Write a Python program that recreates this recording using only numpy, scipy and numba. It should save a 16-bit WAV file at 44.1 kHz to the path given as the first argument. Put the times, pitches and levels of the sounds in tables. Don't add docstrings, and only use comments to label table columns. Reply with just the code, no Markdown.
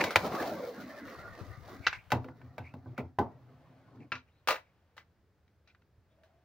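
import sys
import numpy as np
from scipy import signal
from scipy.fft import rfft, irfft
from scipy.io import wavfile
from scipy.ndimage import uniform_filter1d, map_coordinates
from numba import njit

SR = 44100
rng = np.random.default_rng(int(sys.argv[2]) if len(sys.argv) > 2 else 0)


def master_out(mix):
    frames = np.transpose(np.atleast_2d(mix))
    ceiling = np.clip(frames, -1, 1)
    pcm = np.round(ceiling * 32767).astype(np.int16)
    wavfile.write(sys.argv[1], SR, pcm)


N = 284268
TIME = np.arange(N) / SR
START_M, SPEED_M_S = 1.5, 2.5
DISTANCE_M = START_M + SPEED_M_S * TIME

# start_s, end_s, roar_db, grit_db, whirr_db
CONTACTS = [(0, 0.046, -28, -38.5, -55), (.16, 1.807, -37.5, -45.5, -42.5), (2.13, 3.05, -44, -58, -53),
            (3.2, 4.04, -43.5, -60, -54.5)]
# pitch_hz, level_db, relative_ring_time
DECK_MODES = [(340, -17, 3), (622.8, -6, 1.3), (906, -2.5, 0.55), (998, -9, 3.2), (1197, -1, 1),
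              (1301, -3, 0.51), (1412, 2.5, 0.81), (1520, -3, 1.2), (1655, -7.5, 0.83), (1803.5, 0.5, 0.61),
              (2001, -7.5, .8), (2006, -6.5, 1.6), (2320, -1.5, 0.79), (2670, -4, .9), (3080, -14.5, 0.84),
              (3790, -15, 1.8), (3760, -19.5, 2), (3960, -17, 1), (4060, -19.5, 2.2), (4603, -26, 0.61),
              (5742, -22, .8)]
# pitch_hz, level_db, relative_ring_time
BOX_MODES = [(99, -1.5, 0.2), (121.1, 1, 0.3), (127.6, -12.5, 0.26), (252.2, -6.5, 0.42), (260.7, -4, 0.27),
             (332.5, -10.5, 0.22), (506, -5, 0.31), (572, -8.5, 0.088), (609, -3.5, 0.13), (723, -8, 0.41),
             (782, -9, 0.12), (847, -6, 0.15), (847, 2.5, 0.085), (1011, 3, 0.11), (1120, -8, 0.14),
             (1525, -3.5, 0.12)]
# start_s, level_db, boom_db, treble_db
BOX_BLOWS = [(2.122, -25, -4.5, 2.5), (2.247, -47.5, -15, -15.5), (2.285, -51.5, -10, -4),
             (2.431, -52, 17, -9), (2.583, -39.5, 5, -3.5), (2.739, -44.5, -1, -5.5),
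             (2.859, -44.5, 9.5, -9.5), (2.986, -34, -6, -10.5), (3.186, -24, -10, 2.5),
             (4.122, -48, -0.5, -10)]


def undb(db):
    return 10 ** (np.asarray(db) / 20)


def unit(x):
    return x / np.sqrt(np.mean(x ** 2))


def unit_onset(x, ms):
    return x / np.sqrt(np.mean(x[..., :SR * ms // 1000] ** 2))


def colour(x, points, size=4096):
    hz, db = np.transpose(points)
    grid = np.maximum(np.fft.rfftfreq(size, 1 / SR), 1)
    cepstrum = irfft(np.log(undb(np.interp(np.log(grid), np.log(hz), db))))
    cepstrum[1:size // 2] *= 2
    cepstrum[size // 2 + 1:] = 0
    impulse = irfft(np.exp(rfft(cepstrum)))
    return signal.fftconvolve(x, impulse[None], axes=1)[:, :x.shape[1]]


def noise(size):
    # frequency_hz, side_against_mid_db
    width = [(25, -1), (60, -13), (125, -17), (250, -19.5), (500, -17), (1000, -10), (2000, -9.5),
             (4000, -6), (8000, -0.5), (16000, -6)]
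    mid, side = rng.standard_normal((2, 1, size))
    side = colour(side, width)
    return mid + np.vstack([side, -side])


def wander(rate_hz):
    hold = int(SR / rate_hz)
    steps = np.repeat(rng.standard_normal(N // hold + 1), hold)
    return unit(uniform_filter1d(uniform_filter1d(steps, hold), hold)[:N])


def fade(t, t60):
    return np.exp(-np.log(1000) * t / max(t60, .002))


def swell(s, length):
    return np.exp(-(2 * (TIME - s) / length) ** 2)


def gliding(s, length, hz, glide):
    return hz * 2 ** (glide * np.clip(TIME - s, -length, length))


def ring(t, modes, ring_s, scatter_db):
    sizes = undb(scatter_db * rng.standard_normal(len(modes))) * rng.choice([-1, 1], len(modes))
    return sum(size * undb(db) * fade(t, share * ring_s) * np.sin(2 * np.pi * hz * t)
               for size, (hz, db, share) in zip(sizes, modes))


def add(out, s, x):
    i = max(int(s * SR), 0)
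    out[:, i:i + x.shape[1]] += x[:, :N - i]


@njit
def resonance(x, hz, width_hz):
    y = np.empty_like(x)
    for c in range(2):
        band_state, low_state = 0., 0.
        for i in range(x.shape[1]):
            g, damping = np.tan(np.pi * hz[i] / SR), width_hz / hz[i]
            band = (band_state + g * (x[c, i] - low_state)) / (1 + g * (g + damping))
            band_state = 2 * band - band_state
            low_state += 2 * g * band
            y[c, i] = damping * band
    return y


def narrow(x, hz, width_hz):
    return unit(resonance(resonance(x, hz, float(width_hz)), hz, float(width_hz)))


def mottle(x, depth_db, cell_hz, cell_s):
    hz, s, bins = signal.stft(x, SR, nperseg=1024)
    cells = np.meshgrid(hz / cell_hz, s / cell_s, indexing="ij")
    patches = map_coordinates(rng.standard_normal((512, 512)), cells, order=1, mode="wrap")
    body = np.interp(hz, [2400, 3600], [1, .25])[:, None]
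    _, mottled = signal.istft(bins * undb(depth_db * body * unit(patches)), SR)
    return unit(mottled[:, :N])


def grounded(start, end, touch_s=0.013, lift_s=.14):
    return np.interp(TIME, [start - touch_s, start, end, end + lift_s], [0, 1, 1, 0]) ** 2


def load_db():
    # middle_s, length_s, extra_load_db
    presses = [(0.397, 0.52, 12.5), (1.718, 0.085, 9), (2.912, 0.095, 2.5), (3.888, 0.03, 3),
               (4.02, 0.13, 5)]
    return sum(db * swell(s, length) for s, length, db in presses)


def contact_gains():
    at_1_m = sum(undb(levels)[:, None] * grounded(start, end) for start, end, *levels in CONTACTS)
    return at_1_m / DISTANCE_M


def park_air(level_db=-66.5):
    # frequency_hz, level_db
    air_spectrum = [(20, -28.5), (45, -18), (80, 1.5), (110, -7), (160, -11.5), (250, -17.5), (450, -18),
                    (1000, -27.5), (1600, -27.5), (3000, -38), (5000, -39.5), (8000, -49.5), (16000, -51.5)]
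    air = unit(colour(noise(N), air_spectrum)) * undb(level_db)
    rumble = colour(air, [(120, 0.5), (300, -21.5), (1000, -49.5)])
    return air + rumble * (undb(2.0 * wander(8.4)) - 1)


def wheel_roll(grain_db=2.0, grit_per_load=.65):
    # frequency_hz, level_db
    roar_spectrum = [(30, -38.5), (55, -23.5), (90, -13.5), (140, -8.5), (230, 1), (450, -1.5), (700, 0.5),
                     (900, -8), (1200, -5), (1600, -23.5), (2500, -27), (5000, -54.5)]
    # frequency_hz, level_db
    grit_spectrum = [(700, -16.5), (1400, -4.5), (2050, -3.5), (2500, -7.5), (3200, -8.5), (4200, -4.5),
                     (6300, -12.5), (8000, -23), (12000, -19.5), (16000, -19.5)]
    # middle_s, length_s, level_db
    coasts = [(2.038, .2, -62.5), (3.684, 0.69, -69), (4.6, 1, -74.5), (6.28, 0.47, -76)]
    roar_gain, grit_gain, _ = contact_gains()
    roar = mottle(colour(noise(N), roar_spectrum), depth_db=4.0, cell_hz=87.13, cell_s=.035)
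    grains = noise(N) * undb(grain_db * wander(700))
    grit = mottle(colour(grains, grit_spectrum), depth_db=4.5, cell_hz=159.7, cell_s=.05)
    rolling = roar_gain * undb(load_db()) * roar + grit_gain * undb(grit_per_load * load_db()) * grit
    rush = unit(colour(noise(N), [(150, -20), (450, -6.5), (620, 1.5), (800, -0.5), (1500, -4.5),
                                  (3000, -10.5), (8000, -30.5)]))
    rush_gain = sum(undb(db) * swell(s, length) for s, length, db in coasts)
    return rolling * undb(2.0 * wander(45)) + rush * rush_gain


def deck_blows(crack_db=-3, crack_t60=0.048, rattle_s=0.04, settle_s=4.525, bounce_gap_s=.0165):
    # start_s, level_db, bright_db, rattle_db
    clacks = [(.0105, -30.5, 3, -14), (1.079, -44.5, -32, -5), (1.867, -23.5, 0.5, -14),
              (1.870, -18, 1.5, -21), (1.881, -29, 2, -28), (1.928, -33.5, -4.5, -6.5),
              (4.119, -30.5, -5.5, -5.5), (4.123, -29.5, -6, -9.5), (4.153, -41, -1.5, -4),
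              (4.979, -44.5, 0, -11.5), (5.479, -72, 1, -10), (5.675, -60.5, 3.5, 1),
              (5.748, -60.5, -6, -16), (5.82, -70, 1.5, -25)]
    # start_s, level_db, bright_db, rattle_db
    slams = [(.0394, -25, 7, -9), (.1583, -12.5, -1, -19.5), (.167, -27.5, 1, -12), (2.119, -22.5, -1, -12),
             (3.187, -37.5, 5.5, -11.5), (4.474, -26.5, 4.5, 2), (4.486, -19, -0.5, -5),
             (4.507, -23, 1.5, -3)]
    # start_s, level_db, bright_db, rattle_db
    clicks = [(.107, -31, 5, -3.5), (.322, -38.5, -11, -5), (.35, -36.5, 2, -5), (.424, -34.5, 2, -9),
              (2.104, -42, 4, 4), (2.244, -48.5, -1.5, -10), (2.286, -48.5, -7, -23),
              (2.415, -53.5, -6, -18), (2.581, -36.5, -3, -12.5), (2.739, -55, 4, -17),
              (2.979, -35.5, -4.5, -11), (4.967, -54.5, 5, 6), (6.235, -62.5, 5.5, 0)]
    # frequency_hz, level_db
    crack_spectrum = [(60, -25.5), (200, -8.5), (600, 0.5), (1400, -5.5), (2300, -2), (3100, -8),
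                      (4200, -10), (6000, -17), (8000, -29), (12000, -27.5), (16000, -29.5)]
    bounces = [(settle_s + k * bounce_gap_s, -35 - 1.1 * k, 0, -6) for k in range(3)]
    # blows, bass_db, treble_db, sizzle_db, ring_s
    kinds = [(clacks, -13.5, 0.5, -15, 0.0261), (slams, 5, 1, 2, 0.032),
             (clicks + bounces, 3.5, -3, 0.5, 0.03)]
    out, t = np.zeros((2, N)), np.arange(SR // 5) / SR
    for blows, bass_db, treble_db, sizzle_db, ring_s in kinds:
        for s, db, bright_db, rattle_db in blows:
            modes = unit_onset(ring(t, DECK_MODES, ring_s, scatter_db=6), ms=10)
            crack = unit_onset(colour(noise(len(t)) * fade(t, crack_t60), crack_spectrum), ms=10)
            chatter = noise(len(t))
            ringing = signal.fftconvolve(chatter, modes[None], axes=1)[:, :len(t)]
            rattle = unit(unit(colour(chatter, crack_spectrum)) + unit(ringing))
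            rattle *= np.exp(-(t / rattle_s) ** 2)
            blow = modes + undb(crack_db) * crack + undb(rattle_db) * rattle
            tone = [(250, -9.5), (560, bass_db), (1400, 1.5), (2300, 0.0), (4000, treble_db + bright_db),
                    (6000, treble_db + bright_db), (8500, sizzle_db + bright_db)]
            add(out, s, undb(db) * unit_onset(colour(blow, tone), ms=10))
    return out


def scrapes(grain_db=3, waver=0.055, flutter_db=4, rub_db=-3):
    # middle_s, length_s, pitch_hz, glide_octaves_per_s, level_db
    strokes = [(0.012, 0.014, 1830, 1, -23.5), (.021, 0.017, 933, 0, -29.5), (0.074, 0.14, 2200, -1, -45),
               (1.862, 0.048, 2280, 0.5, -41), (1.936, 0.07, 2150, -0.5, -43.5),
               (1.999, 0.039, 2415, -0.5, -57.5), (2.666, 0.071, 2300, 3.5, -55),
               (2.994, 0.035, 2250, -0.5, -46.5), (4.023, .05, 2250, -0.5, -63),
               (4.29, .04, 2800, 0.5, -72.5), (4.368, 0.11, 3950, 0.5, -79),
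               (4.67, 0.082, 2300, -0.5, -74.5), (5.693, .05, 2400, -2, -69),
               (6.13, 0.043, 3530, 0.5, -78.5)]
    # frequency_hz, level_db
    rub_spectrum = [(200, -24), (900, -9), (1600, -7.5), (2250, 1.5), (2650, 0.5), (3100, -20.5),
                    (4200, -16), (8000, -32), (16000, -39)]
    rub = unit(colour(noise(N) * undb(grain_db * wander(400)), rub_spectrum))
    unsteady = 1 + waver * wander(600)
    flutter = unit(undb(flutter_db * wander(150))) * np.sqrt(2)
    out = np.zeros((2, N))
    for s, length, hz, glide, db in strokes:
        slips = np.cumsum(gliding(s, length, hz, glide) * unsteady) / SR
        squeak = flutter * np.sin(2 * np.pi * slips)
        out += undb(db) * swell(s, length) * (squeak + undb(rub_db) * rub)
    return out


def hums_and_whirr(hum_width_hz=110, whirr_width_hz=150, swell_db=4.0, drift=0.034):
    # middle_s, length_s, pitch_hz, glide_octaves_per_s, level_db
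    low_hums = [(.03, 0.054, 368.6, 0, -35), (0.277, 0.17, 130, 2, -43), (0.307, 0.37, 735, -1.06, -44),
                (0.638, 0.18, 512, -0.54, -35), (0.818, 0.18, 239, 0, -45), (0.924, .14, 620, -0.68, -48),
                (1.044, 0.075, 257, 0.44, -43.5), (1.738, 0.035, 340, 0, -42), (4.018, .1, 258, 0, -48.5),
                (6.26, 0.29, 636.7, 0.73, -67.5)]
    roughness = noise(N)
    hums = sum(undb(db) * swell(s, length) * narrow(roughness, gliding(s, length, hz, glide), hum_width_hz)
               for s, length, hz, glide, db in low_hums)
    whirr = sum(undb(db + swell_db * wander(28))
                * narrow(roughness, hz * (1 + drift * wander(4.6)), whirr_width_hz)
                for hz, db, _ in DECK_MODES[4:12])
    *_, whirr_gain = contact_gains()
    poised = undb(6 * swell(s=1.25, length=0.74))
    return hums + whirr_gain * poised * unit(whirr)


def bumps(rise_s=0.0076, pitch_hz=99.34):
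    # start_s, level_db, left_minus_right_db
    thuds = [(.039, -40, 0), (.162, -29.5, .5), (1.411, -39.5, 19), (1.575, -38, 11), (1.66, -44.5, 8.5),
             (1.797, -41, 13.5), (5.979, -56, -1.5)]
    knock_spectrum = [(25, -30.0), (55, -11), (100, 13.0), (300, -5.5), (700, -21.5), (3000, -50)]
    out, t = np.zeros((2, N)), np.arange(SR // 5) / SR
    push = t / rise_s * np.exp(1 - t / rise_s)
    for s, db, pan_db in thuds:
        knock = unit(colour(noise(len(t)), knock_spectrum))
        gains = undb(db + np.array([[pan_db], [-pan_db]]) / 2)
        add(out, s, gains * push * (np.sin(2 * np.pi * pitch_hz * t) + 0.5 * knock))
    return out


def gust(level_db=-52.5, pan_db=13.5, buffet_db=6):
    wind = colour(noise(N), [(25, -20), (55, -8), (90, 1), (140, -10), (300, -28.5), (1000, -54)])
    puffs = unit(wind * undb(buffet_db * wander(24)))
    gains = undb(level_db + np.array([[pan_db], [-pan_db]]) / 2)
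    return gains * swell(s=1.65, length=0.98) * puffs


def box_booms(dense_db=-1.5, dense_t60=0.21, axle_lag_s=0.01012):
    # frequency_hz, level_db
    boom_spectrum = [(30, -68), (55, -23), (85, 4), (130, -7.5), (185, -9), (245, -4), (400, -9),
                     (900, -2.5), (1350, -20.5), (2200, -37), (6000, -69.5)]
    out, t = np.zeros((2, N)), np.arange(SR // 2) / SR
    second_axle = np.array(BOX_BLOWS) + [axle_lag_s, -2.5, 7, -20]
    for s, db, boom_db, treble_db in [*BOX_BLOWS, *second_axle]:
        modes = unit_onset(ring(t, BOX_MODES, ring_s=0.68, scatter_db=6.5), ms=30)
        dense = unit_onset(colour(noise(len(t)) * fade(t, dense_t60), boom_spectrum), ms=30)
        tone = [(40, -25.5), (90, boom_db), (400, 1.5), (900, treble_db)]
        blow = colour(modes + undb(dense_db) * dense, tone)
        add(out, s, undb(db) * unit_onset(blow, ms=30))
    return out


def box_drumming(at_1_m_db=-37.5, drum_per_load=3.05, uneven_db=2, shake_db=-17, shake_t60=0.76):
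    t = np.arange(SR // 2) / SR
    roughness = noise(N)
    modes = ring(t, BOX_MODES, ring_s=0.39, scatter_db=0.5)
    top = signal.fftconvolve(roughness, modes[None], axes=1)[:, :N]
    top = colour(top, [(50, -23), (100, -5.5), (140, 7.0), (190, -5.5), (260, 0.5), (400, -18.0),
                       (900, -21.5), (2000, -39.0)])
    on_box = sum(grounded(start, end) for start, end, *_ in CONTACTS[2:])
    rolling = on_box * undb(at_1_m_db + drum_per_load * load_db() + uneven_db * wander(14)) / DISTANCE_M
    shaking = sum(undb(db + shake_db) * (TIME > s) * fade(np.abs(TIME - s), shake_t60)
                  for s, db, *_ in BOX_BLOWS)
    return unit(top) * np.hypot(rolling, shaking)


def at_microphone(x, lead_samples=2.6, pan_db=1.2):
    # time_s, bearing (-1 right to 1 left)
    path = [(0, 0.36), (.6, -0.029), (1.4, -0.44), (1.9, -0.079), (2.5, .1), (3.2, -0.02), (4.1, 0.69),
            (4.5, 0.96), (6.45, 0.74)]
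    bearing = np.interp(TIME, *np.transpose(path))
    return np.array([undb(pan_db * lean) * map_coordinates(port, [np.arange(N) + lead_samples * lean])
                     for port, lean in zip(x, (bearing / 2, -bearing / 2))])


def ramp_echo(x, wet_db=-24, reach_s=0.07):
    t = np.arange(SR // 4) / SR
    scatter = rng.standard_normal((2, len(t))) * np.exp(-(t / reach_s) ** 2) * (t > .008)
    tail = colour(scatter, [(100, -7.5), (800, -1.5), (3000, -4), (10000, -8.0)])
    tail /= np.sqrt(np.sum(tail ** 2) / 2)
    return undb(wet_db) * signal.fftconvolve(x, tail, axes=1)[:, :N]


def scene():
    skate = (deck_blows() + box_booms() + box_drumming() + wheel_roll()
             + hums_and_whirr() + bumps() + scrapes())
    return at_microphone(skate) + ramp_echo(skate) + gust() + park_air()


def record(dry):
    # frequency_hz, gain_db
    port_response = [(20, -2), (13300, -4), (14400, 0.5), (15300, 6), (16000, 3)]
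    low_pass = signal.ellip(10, .2, 70, 15750, fs=SR, output="sos")
    return signal.sosfilt(low_pass, colour(dry, port_response))


dry = scene()
out = record(dry)
master_out(out)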